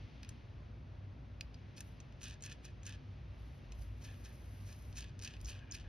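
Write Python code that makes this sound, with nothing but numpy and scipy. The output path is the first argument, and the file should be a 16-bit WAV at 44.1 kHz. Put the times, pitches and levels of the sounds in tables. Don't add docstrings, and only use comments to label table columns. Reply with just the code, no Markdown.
import sys
import numpy as np
from scipy import signal
from scipy.fft import rfft, irfft
from scipy.io import wavfile

SR = 44100
rng = np.random.default_rng(int(sys.argv[2]) if len(sys.argv) > 2 else 0)


def wrap_up_sound(samples):
    columns = np.atleast_2d(samples).T
    tamed = np.clip(columns, -1, 1)
    steps = np.round(tamed * 32767).astype(np.int16)
    wavfile.write(sys.argv[1], SR, steps)


N = 259440
TAPS = 4096
BINS_HZ = np.fft.rfftfreq(TAPS, 1 / SR)
LONG_HZ = np.fft.rfftfreq(N, 1 / SR)
TIME_S = np.arange(N) / SR


def from_db(db):
    return 10 ** (np.asarray(db) / 20)


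def unit(x):
    return x / np.sqrt(np.mean(x ** 2) + 1e-30)


def at_hz(points, hz):
    f, value = np.transpose(points)
    return np.interp(np.log(hz + 1), np.log(f + 1), value)


def drift(rate_hz):
    noise = rfft(rng.standard_normal(N))
    return unit(irfft(noise * np.exp(-(LONG_HZ / rate_hz) ** 2), N))


def add(mix, start_s, sound):
    part = mix[round(start_s * SR):][:len(sound)]
    part += sound[:len(part)]


# frequency in Hz, correlation.
CHANNEL_LIKENESS = [(60, 0.99), (130, 0.96), (290, 0.75), (640, 0.34), (1400, 0.23), (2800, 0.88),
                    (5000, 0.94), (8000, 0)]


def room_noise(gain):
    a, b = rfft(rng.standard_normal((2, N)))
    same = np.clip(at_hz(CHANNEL_LIKENESS, LONG_HZ), -1, 1)
    right = same * a + np.sqrt(1 - same ** 2) * b
    return unit(irfft(np.array([a, right]) * gain, N))


# frequency in Hz, relative density in dB.
RUMBLE_COLOUR = [(20, -55.5), (30, -16), (43, -4.5), (60, 3.5), (76, -3), (97, 2.5), (125, -4), (165, -11),
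                 (260, -14), (360, -20.5)]
# frequency in Hz, relative density in dB.
AIR_COLOUR = [(100, -5.5), (350, 0.5), (590, 4), (800, -0.5), (1400, -4), (2600, -4), (3500, -8.5),
              (5000, -14), (6600, -20), (7200, -66), (8500, -40), (10200, -28.5), (11500, -53.5),
              (14000, -53.5), (16000, -37)]
# time in seconds, gain in dB.
AIR_TREBLE_GAIN = [(0.3, 1.5), (0.55, -3.5), (1.2, -5), (1.6, -1.5)]
TREBLE_FROM_HZ = 1730
# frequency in Hz, level in dB before the channel balance.
HUM_PARTIALS = [(58.8, -59), (97.2, -57.5), (133, -66.5), (240, -73), (296, -81), (360, -81), (486, -89.5),
                (600, -84)]


def hum(waver_db=3.0, waver_turns=.1):
    total = np.zeros(N)
    for hz, level_db in HUM_PARTIALS:
        waver = from_db(waver_db * drift(6.5))
        turns = hz * TIME_S + waver_turns * hz / HUM_PARTIALS[0][0] * drift(1.0)
        total += from_db(level_db) * unit(waver * np.sin(2 * np.pi * turns))
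    return total


def workshop():
    rumble_gain = from_db(at_hz(RUMBLE_COLOUR, LONG_HZ)) / (1 + (LONG_HZ / 450) ** 6)
    rumble = from_db(-52.0) * room_noise(rumble_gain)
    air_gain = from_db(at_hz(AIR_COLOUR, LONG_HZ)) * LONG_HZ / (LONG_HZ + 40)
    air = from_db(-65.0) * room_noise(air_gain) * from_db(.5 * drift(4.6))
    high_pass = 1 - 1 / (1 + (LONG_HZ / TREBLE_FROM_HZ) ** 8)
    treble = irfft(rfft(air) * high_pass, N)
    treble_gain = from_db(np.interp(TIME_S, *np.transpose(AIR_TREBLE_GAIN)))
    air = air + treble * (treble_gain - 1)
    return (rumble + hum()) * from_db([[.2], [-.2]]) + air * from_db([[.6], [-.6]])


def humps(modes):
    return sum(height / (1 + (2 * (BINS_HZ - hz) / width) ** 2) for hz, width, height in modes)


def causal(gain):
    log_gain = np.log(gain + 1e-5)
    circle = np.concatenate([log_gain, log_gain[-2:0:-1]])
    ring = np.fft.ifft(np.exp(np.conj(signal.hilbert(circle)))).real
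    return ring / np.linalg.norm(ring)


def colourless(x):
    flat = irfft(np.exp(1j * np.angle(rfft(x, TAPS))))[:len(x)]
    return flat / np.linalg.norm(flat)


# frequency in Hz, width in Hz, height in dB.
STEEL_RESONANCES = [(1760, 130, 4), (2120, 72, -8), (2512, 95, 13), (2680, 90, 5.5), (3080, 240, 9),
                    (3450, 90, 7.5), (3830, 64, 11.5), (4174, 57, 11.5), (4410, 130, 4), (4860, 58, 10),
                    (5430, 38, 7), (5880, 61, 5), (6190, 69, 8.5), (6560, 53, 8.5), (9330, 92, 1.5),
                    (10380, 90, -4)]
# frequency in Hz, relative gain in dB.
STEEL_COLOUR = [(300, -71.5), (1000, -9), (1500, -1), (2500, 0), (4000, -3), (5500, 2), (7000, 1),
                (8500, -2), (10000, -3), (12500, -12.5), (16000, -19)]


def steel_ring(contact_db, tuning=1):
    hz, width_hz, height_db = np.transpose(STEEL_RESONANCES)
    peaks = humps(zip(hz * tuning, width_hz, from_db(height_db) ** 2))
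    return causal(from_db(at_hz(STEEL_COLOUR, BINS_HZ) + contact_db) * np.sqrt(1 + peaks))


# start in seconds, relative peak in dB, dullness in dB (low ring
# over high ring), ring of the bolt in dB, ring of the nut in dB.
NUT_KNOCKS = [(0.23, -43.5, 4.5, 5, 7), (0.247, -48.5, 7, -2, 2), (0.29, -42, -15, 10, 0),
              (1.5421, -49.5, 2, 0, 8), (1.771, -55, -2, 0.5, 3), (1.7793, -47.5, 3.5, 6, 4),
              (1.8048, -39.5, -19, 16, -1), (1.807, -40.5, -10, 10, -4), (2.002, -53, -2.5, 6, -3),
              (2.123, -58, 3, -2, -4), (2.2092, -52, 0, -6.5, 5), (2.214, -50, 4, 7, -2),
              (2.2306, -39.5, -11, -4, -8), (2.239, -37, -9, -2, -15), (2.2485, -50, -15, -2, 0),
              (2.281, -45, -19, -3, -4), (2.2972, -47, -14, 3, -6), (2.3091, -44, -5, 5, -4),
              (2.3385, -52, -6, 2, -2), (2.407, -53, -4, -0.5, -11), (2.437, -47, -1, 3, -6),
              (2.4605, -40, -14, 13, -13), (2.4634, -44, -1, 5, -10), (2.4964, -49, -3, 0, -3),
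              (2.512, -55, -4, 0, -3), (2.5243, -42, -10, 12, -4), (2.831, -56, 3, 2, -4),
              (2.855, -46, -8, 5, -6), (2.8662, -48, 3, 9, -2), (2.878, -49, -4, 4, -4),
              (2.8928, -43, -15, 4, -5), (2.923, -45, -3, 6, -5), (2.9375, -58, 7, 4, 0),
              (2.956, -61, 7, 2, 0), (3.7198, -45.5, -4.5, 5, -8), (3.82, -52.5, -10, 1, 8),
              (4.2571, -49, 1, -2, -6), (4.7259, -44.5, -10, 0, 4), (4.926, -50, -2, 0.5, 0),
              (4.9691, -47, 4, 8, 0), (4.973, -46, -8, 2, 2), (5.0058, -39.5, -10, 0, -2),
              (5.0218, -44, 1, -3, 2), (5.025, -48, 4, 3, -2), (5.041, -49, 9, -7, -4),
              (5.191, -44, -12, 5.5, -4), (5.198, -48, -2, 0, -2), (5.2134, -49, -3, 0, 0),
              (5.222, -38.5, -10.5, 8, 1), (5.247, -33.5, -11, 5, 2), (5.2517, -40, 2, 0, 1),
              (5.2585, -46, 2, 6, 0), (5.274, -43.5, 2, 7, -2), (5.3372, -51, 7, 7, 3),
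              (5.3651, -53.5, 3, 8, 2), (5.403, -54, -1, -3, 0), (5.412, -48, -27, -5, 5),
              (5.484, -41.5, -1, 7, 7), (5.529, -50, 4, 5, 11), (5.7207, -47, -19, 5, -9),
              (5.7482, -36, -12, 1, 4), (5.774, -54, 9, 8, 0)]
# frequency in Hz, relative gain in dB.
KNOCK_COLOUR = [(900, -8), (1700, 7), (2100, -2.5), (2600, 3), (3300, -1), (4200, 0.5), (4780, 3.5),
                (5600, 3), (8000, 2.5), (11000, 2.5)]
# frequency in Hz, width in Hz, share of the ring's dB.
FREE_BOLT_RING = [(1650, 260, 0.65), (2620, 400, 0.58)]
FREE_NUT_RING = [(4440, 310, 0.44), (4840, 510, 1)]
CHATTER_FALL_S = 0.0022


def knocks(chatter=0.12, graze_s=0.0015, focus_db=7, centre_hz=3600, dullness_db_per_octave=16,
           detune=0.022):
    out, t = np.zeros(N), TIME_S[:TAPS // 8]
    for start_s, peak_db, dullness_db, bolt_db, nut_db in NUT_KNOCKS:
        envelope = np.minimum((t / graze_s) ** 3, np.exp((graze_s - t) / CHATTER_FALL_S))
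        contact = chatter * rng.standard_normal(len(t)) * envelope
        contact[round(graze_s * SR)] = 1
        octaves = np.log2((BINS_HZ + 1) / centre_hz) + dullness_db / dullness_db_per_octave
        colour_db = at_hz(KNOCK_COLOUR, BINS_HZ) - np.minimum(focus_db * octaves ** 2, 12)
        colour_db = colour_db + bolt_db * humps(FREE_BOLT_RING) + nut_db * humps(FREE_NUT_RING)
        tuning = 1 + detune * rng.standard_normal(len(STEEL_RESONANCES))
        sound = signal.fftconvolve(colourless(contact), steel_ring(colour_db, tuning))
        ring_band = irfft(rfft(sound, TAPS) * ((BINS_HZ > 4000) & (BINS_HZ < 7000)))
        add(out, start_s, from_db(peak_db) * sound / abs(ring_band).max())
    return from_db(-2.0) * out


# hard contact in seconds, peak of its ring in dB.
NUT_CLINKS = [(0.232, -44.5), (1.4099, -28), (1.5442, -53.5), (5.752, -35)]
# frequency in Hz, width in Hz, relative height in dB.
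CLINK_RESONANCES = [(1700, 120, -8), (2150, 50, -7), (2510, 120, -0.5), (2750, 170, -5.5),
                    (3440, 110, -11.5), (4150, 130, -5), (4820, 94, -1), (5500, 76, -9), (6100, 170, -14.5),
                    (6500, 130, -13), (9500, 500, -26), (11300, 900, -33)]
CLINK_LOW_HZ = 2100


def clinks(graze_s=0.001205, graze_db=-16, bounce_s=0.001184, bounce_db=-15):
    out = np.zeros(N)
    peaks = humps([(hz, width_hz, from_db(db) ** 2) for hz, width_hz, db in CLINK_RESONANCES])
    radiation = 1 - 1 / (1 + (BINS_HZ / CLINK_LOW_HZ) ** 6)
    ring = causal(np.sqrt(peaks * radiation))
    for hit_s, peak_db in NUT_CLINKS:
        sound = from_db(peak_db) * ring / abs(ring).max()
        add(out, hit_s, sound)
        for delay_s, db in (-graze_s, graze_db), (bounce_s, bounce_db):
            touch = colourless(rng.standard_normal(TAPS // 64))
            add(out, hit_s + delay_s, from_db(db) * np.convolve(sound, touch))
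    return out


# start in seconds, relative level in dB, centre of the band in Hz.
NARROW_TICKS = [(0.290, -54.5, 10900), (1.779, -54, 6140), (1.805, -61, 13000), (2.002, -55, 6500),
                (2.423, -45.5, 7500), (2.436, -46, 6560), (2.8317, -56, 6800), (2.864, -44, 6740),
                (4.970, -45, 6680), (5.246, -43.5, 6140), (5.446, -48.5, 6500), (5.456, -46, 5660),
                (5.711, -47, 6800), (5.72, -42, 5480)]


def narrow_ticks(rise_s=0.0013, width_share=0.16):
    out, t = np.zeros(N), TIME_S[:TAPS // 4]
    for start_s, level_db, hz in NARROW_TICKS:
        band_db = -20 * np.log10(1 + ((BINS_HZ - hz) / (width_share * hz)) ** 2)
        shiver = rng.choice([-1, 1], len(t)) * t / rise_s * np.exp(1 - t / rise_s)
        add(out, start_s, from_db(level_db) * signal.fftconvolve(shiver, steel_ring(band_db)))
    return out


def impacts(per_s, spread_db, clump_db, clump_rate_hz):
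    size_db = spread_db * np.minimum(rng.exponential(1, N), 3)
    size = from_db(size_db) * rng.choice([-1, 1], N)
    struck = rng.random(N) < per_s / SR
    return unit(size * struck * from_db(clump_db * drift(clump_rate_hz)))


def round_the_thread(hits, colour, count=8, vary_db=3.5, detune=0.022, skid_s=0.001):
    spot, out, t = rng.integers(0, count, N), np.zeros(N), TIME_S[:TAPS // 32]
    for k in range(count):
        favour = humps([(hz, 2 * width, rng.standard_normal()) for hz, width, _ in STEEL_RESONANCES])
        tuning = 1 + detune * rng.standard_normal(len(STEEL_RESONANCES))
        ring = steel_ring(at_hz(colour, BINS_HZ) + vary_db * favour, tuning)
        skid = colourless(rng.standard_normal(len(t)) * np.exp(-t / skid_s))
        out += signal.oaconvolve(hits * (spot == k), np.convolve(ring, skid))[:N]
    return out


# hardest push in seconds, length of the push in seconds, scrape of
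# the flanks in relative dB, rattle of the loose nut in relative dB, coasting time in seconds, whirr in
# relative dB, whirring time in seconds.
NUT_FLICKS = [(1.784, 0.019, -60, -74, 0.032, -74, 0.021), (2.242, 0.031, -55.5, -60, 0.094, -67.5, 0.12),
              (2.448, 0.021, -52.5, -65, 0.046, -62.5, 0.039),
              (2.519, 0.024, -65.5, -57, 0.0095, -61, 0.0078),
              (2.649, 0.015, -56.5, -71.5, 0.055, -68, 0.054),
              (2.872, 0.017, -54.5, -62, 0.074, -61.5, 0.081), (3.823, 0.022, -85, -97, 0.018, -94, 0.016),
              (4.049, 0.036, -62.5, -69, 0.1, -68, 0.11), (4.256, 0.018, -60.5, -74, 0.049, -65.5, 0.057),
              (4.694, 0.043, -64.5, -75, 0.061, -70.5, 0.05), (4.987, 0.03, -52.5, -66, 0.11, -67.5, 0.13),
              (5.247, 0.03, -54.5, -64, 0.1, -67, 0.097), (5.494, 0.025, -51, -63.5, 0.095, -66.5, 0.26),
              (5.744, 0.022, -52.5, -66, 0.089, -67.5, 0.27)]
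PUSH_RISE_DB, PUSH_FALL_DB = 10.5, 14.5
BITE_DB_PER_S = 1500


def push_force():
    gain = np.zeros(N)
    for peak_s, push_s, scrape_db, *_ in NUT_FLICKS:
        u = (TIME_S - peak_s) / push_s
        landing_db = BITE_DB_PER_S * np.maximum(peak_s - push_s - TIME_S, 0)
        shape_db = np.minimum(PUSH_RISE_DB * u, -PUSH_FALL_DB * u) - landing_db
        gain += from_db(scrape_db + shape_db)
    return gain


# frequency in Hz, relative gain in dB.
SCRAPE_COLOUR = [(1000, 2.5), (2500, -7), (4000, -4.5), (5500, 1), (10000, -3), (16000, -3)]


def scrape():
    burrs = impacts(per_s=3000, spread_db=2.5, clump_db=3.0, clump_rate_hz=100) * push_force()
    return from_db(2.5) * round_the_thread(burrs, SCRAPE_COLOUR)


def since_flick():
    starts_s = np.array([0] + [row[0] for row in NUT_FLICKS])
    return TIME_S - starts_s[np.searchsorted(starts_s, TIME_S, side="right") - 1]


SPIN_LAG_S = 0.001
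SPIN_UP_DB_PER_S, STOP_DB_PER_S = 597, 717


def spin_force(spins, fall_db):
    gain, t = np.zeros(N), TIME_S[:SR // 2] - 0.1
    for push_s, level_db, coast_s in spins:
        shape_db = np.minimum(SPIN_UP_DB_PER_S * t, -fall_db * t / coast_s)
        shape_db = shape_db - STOP_DB_PER_S * np.maximum(t - coast_s, 0)
        add(gain, push_s + SPIN_LAG_S + t[0], from_db(level_db + shape_db))
    return gain


# frequency in Hz, relative gain in dB.
RATTLE_COLOUR = [(900, -14), (1700, -1), (2150, -12), (2800, -0.5), (4500, -5.5), (6300, -8), (8000, -9.5),
                 (16000, -27)]
TICKS_PER_S = 290
TICK_SLOWING_S = 0.25
COAST_FALL_DB = 5.5


def rattle(uneven=0.41, size_db=3.0, rolling_db=-9):
    rate_per_s = TICKS_PER_S / (1 + since_flick() / TICK_SLOWING_S) * np.exp(uneven * drift(200))
    ticks = np.diff(np.floor(np.cumsum(rate_per_s) / SR), prepend=0)
    ticks = ticks * rng.choice([-1, 1], N) * from_db(size_db * rng.standard_normal(N))
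    grain = impacts(per_s=2800, spread_db=1.0, clump_db=5.5, clump_rate_hz=230)
    hits = ticks * np.sqrt(SR / TICKS_PER_S) + from_db(rolling_db) * grain
    spins = [(s, rattle_db, coast_s) for s, _, _, rattle_db, coast_s, _, _ in NUT_FLICKS]
    return from_db(3.0) * round_the_thread(hits * spin_force(spins, COAST_FALL_DB), RATTLE_COLOUR)


def resonate(x, hz, width_hz):
    turn, r = np.exp(2j * np.pi * np.cumsum(hz) / SR), np.exp(-np.pi * width_hz / SR)
    return 2 * (turn * signal.lfilter([(1 - r) ** 2], [1, -2 * r, r * r], x / turn + 1e-18)).real


# frequency in Hz, width in Hz, relative level in dB.
WHIRR_RESONANCES = [(1746, 240, -0.5), (2560, 240, -4.5), (2990, 380, -8)]
WHIRR_FALL_DB = 4.5
WHIRR_SAG_PER_S = 0.27


def whirr():
    rolling = impacts(per_s=3800, spread_db=0.5, clump_db=3.0, clump_rate_hz=43)
    pitch = np.maximum(1 - WHIRR_SAG_PER_S * since_flick(), 0.93)
    ring = np.zeros(N)
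    for hz, width_hz, level_db in WHIRR_RESONANCES:
        ring += from_db(level_db) * unit(resonate(rolling, hz * pitch, width_hz))
    spins = [(s, whirr_db, run_s) for s, _, _, _, _, whirr_db, run_s in NUT_FLICKS]
    return ring * spin_force(spins, WHIRR_FALL_DB)


# start in seconds, length in seconds, relative level
# in dB.
FINGER_HISS_SPELLS = [(1.865, 0.012, -83.5), (3.395, 0.18, -90), (3.814, 0.0025, -75), (4.02, 0.89, -81.5),
                      (4.673, 0.046, -85.5), (5.45, 0.021, -79.5)]
HISS_RISE_DB_PER_S, HISS_FALL_DB_PER_S = 237, 190
HISS_REST_DB = -105


def hiss_level():
    gain = np.full(N, from_db(HISS_REST_DB))
    for start_s, length_s, level_db in FINGER_HISS_SPELLS:
        before_db = HISS_RISE_DB_PER_S * np.maximum(start_s - TIME_S, 0)
        after_db = HISS_FALL_DB_PER_S * np.maximum(TIME_S - start_s - length_s, 0)
        gain += from_db(level_db - (before_db + after_db))
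    return gain


# frequency in Hz, relative gain in dB.
HISS_COLOUR = [(3000, -21), (6000, -5.5), (8000, -19.5), (9500, -7.5), (11000, -5), (12000, -7),
               (13500, -18), (16000, -24.5)]


def fine_hiss():
    grain = impacts(per_s=18000, spread_db=4.5, clump_db=1.5, clump_rate_hz=71) * hiss_level()
    colour_db = at_hz(HISS_COLOUR, BINS_HZ) - at_hz(STEEL_COLOUR, BINS_HZ)
    return from_db(6.5) * signal.oaconvolve(grain, steel_ring(colour_db))[:N]


# middle in seconds, level in dB.
RUMBLE_SWELLS = [(3.83, -43), (5.5, -48), (5.82, -49.5)]


def bumps(length_s=0.071, centre_hz=55, width_hz=9):
    swell = sum(from_db(db) * np.exp(-.5 * ((TIME_S - s) / length_s) ** 2) for s, db in RUMBLE_SWELLS)
    return swell * room_noise(np.exp(-.5 * ((LONG_HZ - centre_hz) / width_hz) ** 2))


BACK_OFF_S = 5.3
# frequency in Hz, width in Hz, gain in dB.
OTHER_FLANK_RING = (2880, 770, -9)


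def backing_off(x):
    hz, width_hz, gain_db = OTHER_FLANK_RING
    return x + from_db(gain_db) * resonate(x * (TIME_S > BACK_OFF_S), np.full(N, hz), width_hz)


# frequency in Hz, phase in
LEFT_PORT_LEAD = [(800, -.4), (1800, -.45), (2600, 0), (3200, -.45), (4000, -.4), (4600, -.85),
                  (6000, -1.45), (6600, -2), (7000, -2.95), (8200, -3.3), (9700, -4.7), (11300, -6.2),
                  (14400, -9.4), (16000, -11.2)]


def ports(x, balance_db=0.1):
    lead = np.exp(.5j * at_hz(LEFT_PORT_LEAD, BINS_HZ)) * from_db(balance_db / 2)
    pair = np.roll(irfft(np.array([lead, 1 / lead])), TAPS // 2, axis=1)
    return signal.oaconvolve(x[None], pair, axes=1)[:, TAPS // 2:][:, :N]


# frequency in Hz, time to fall by 60 dB in seconds.
ROOM_DECAY = [(500, 0.11), (3000, 0.19), (8000, 0.083), (14000, 0.27)]


def room(x, delay_s=0.00086):
    hz, t, z = signal.stft(rng.standard_normal((2, SR // 2)), SR, nperseg=256)
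    decay_db = -60 * t / at_hz(ROOM_DECAY, hz)[:, None]
    tail = signal.istft(z * from_db(decay_db), SR)[1]
    tail *= TIME_S[:tail.shape[1]] > delay_s
    return signal.oaconvolve(x, tail / np.linalg.norm(tail[0]), axes=1)[:, :N]


def scene():
    on_thread = backing_off(scrape() + rattle() + whirr() + knocks())
    nut = ports(on_thread + clinks() + narrow_ticks() + fine_hiss())
    return nut + from_db(-14.0) * room(nut) + bumps() + workshop()


EDGE_HZ = 15900


def record(dry):
    low_pass = signal.firwin(511, EDGE_HZ, window=("kaiser", 9), fs=SR)
    return signal.oaconvolve(dry, low_pass[None], "same")


dry = scene()
out = record(dry)
wrap_up_sound(out)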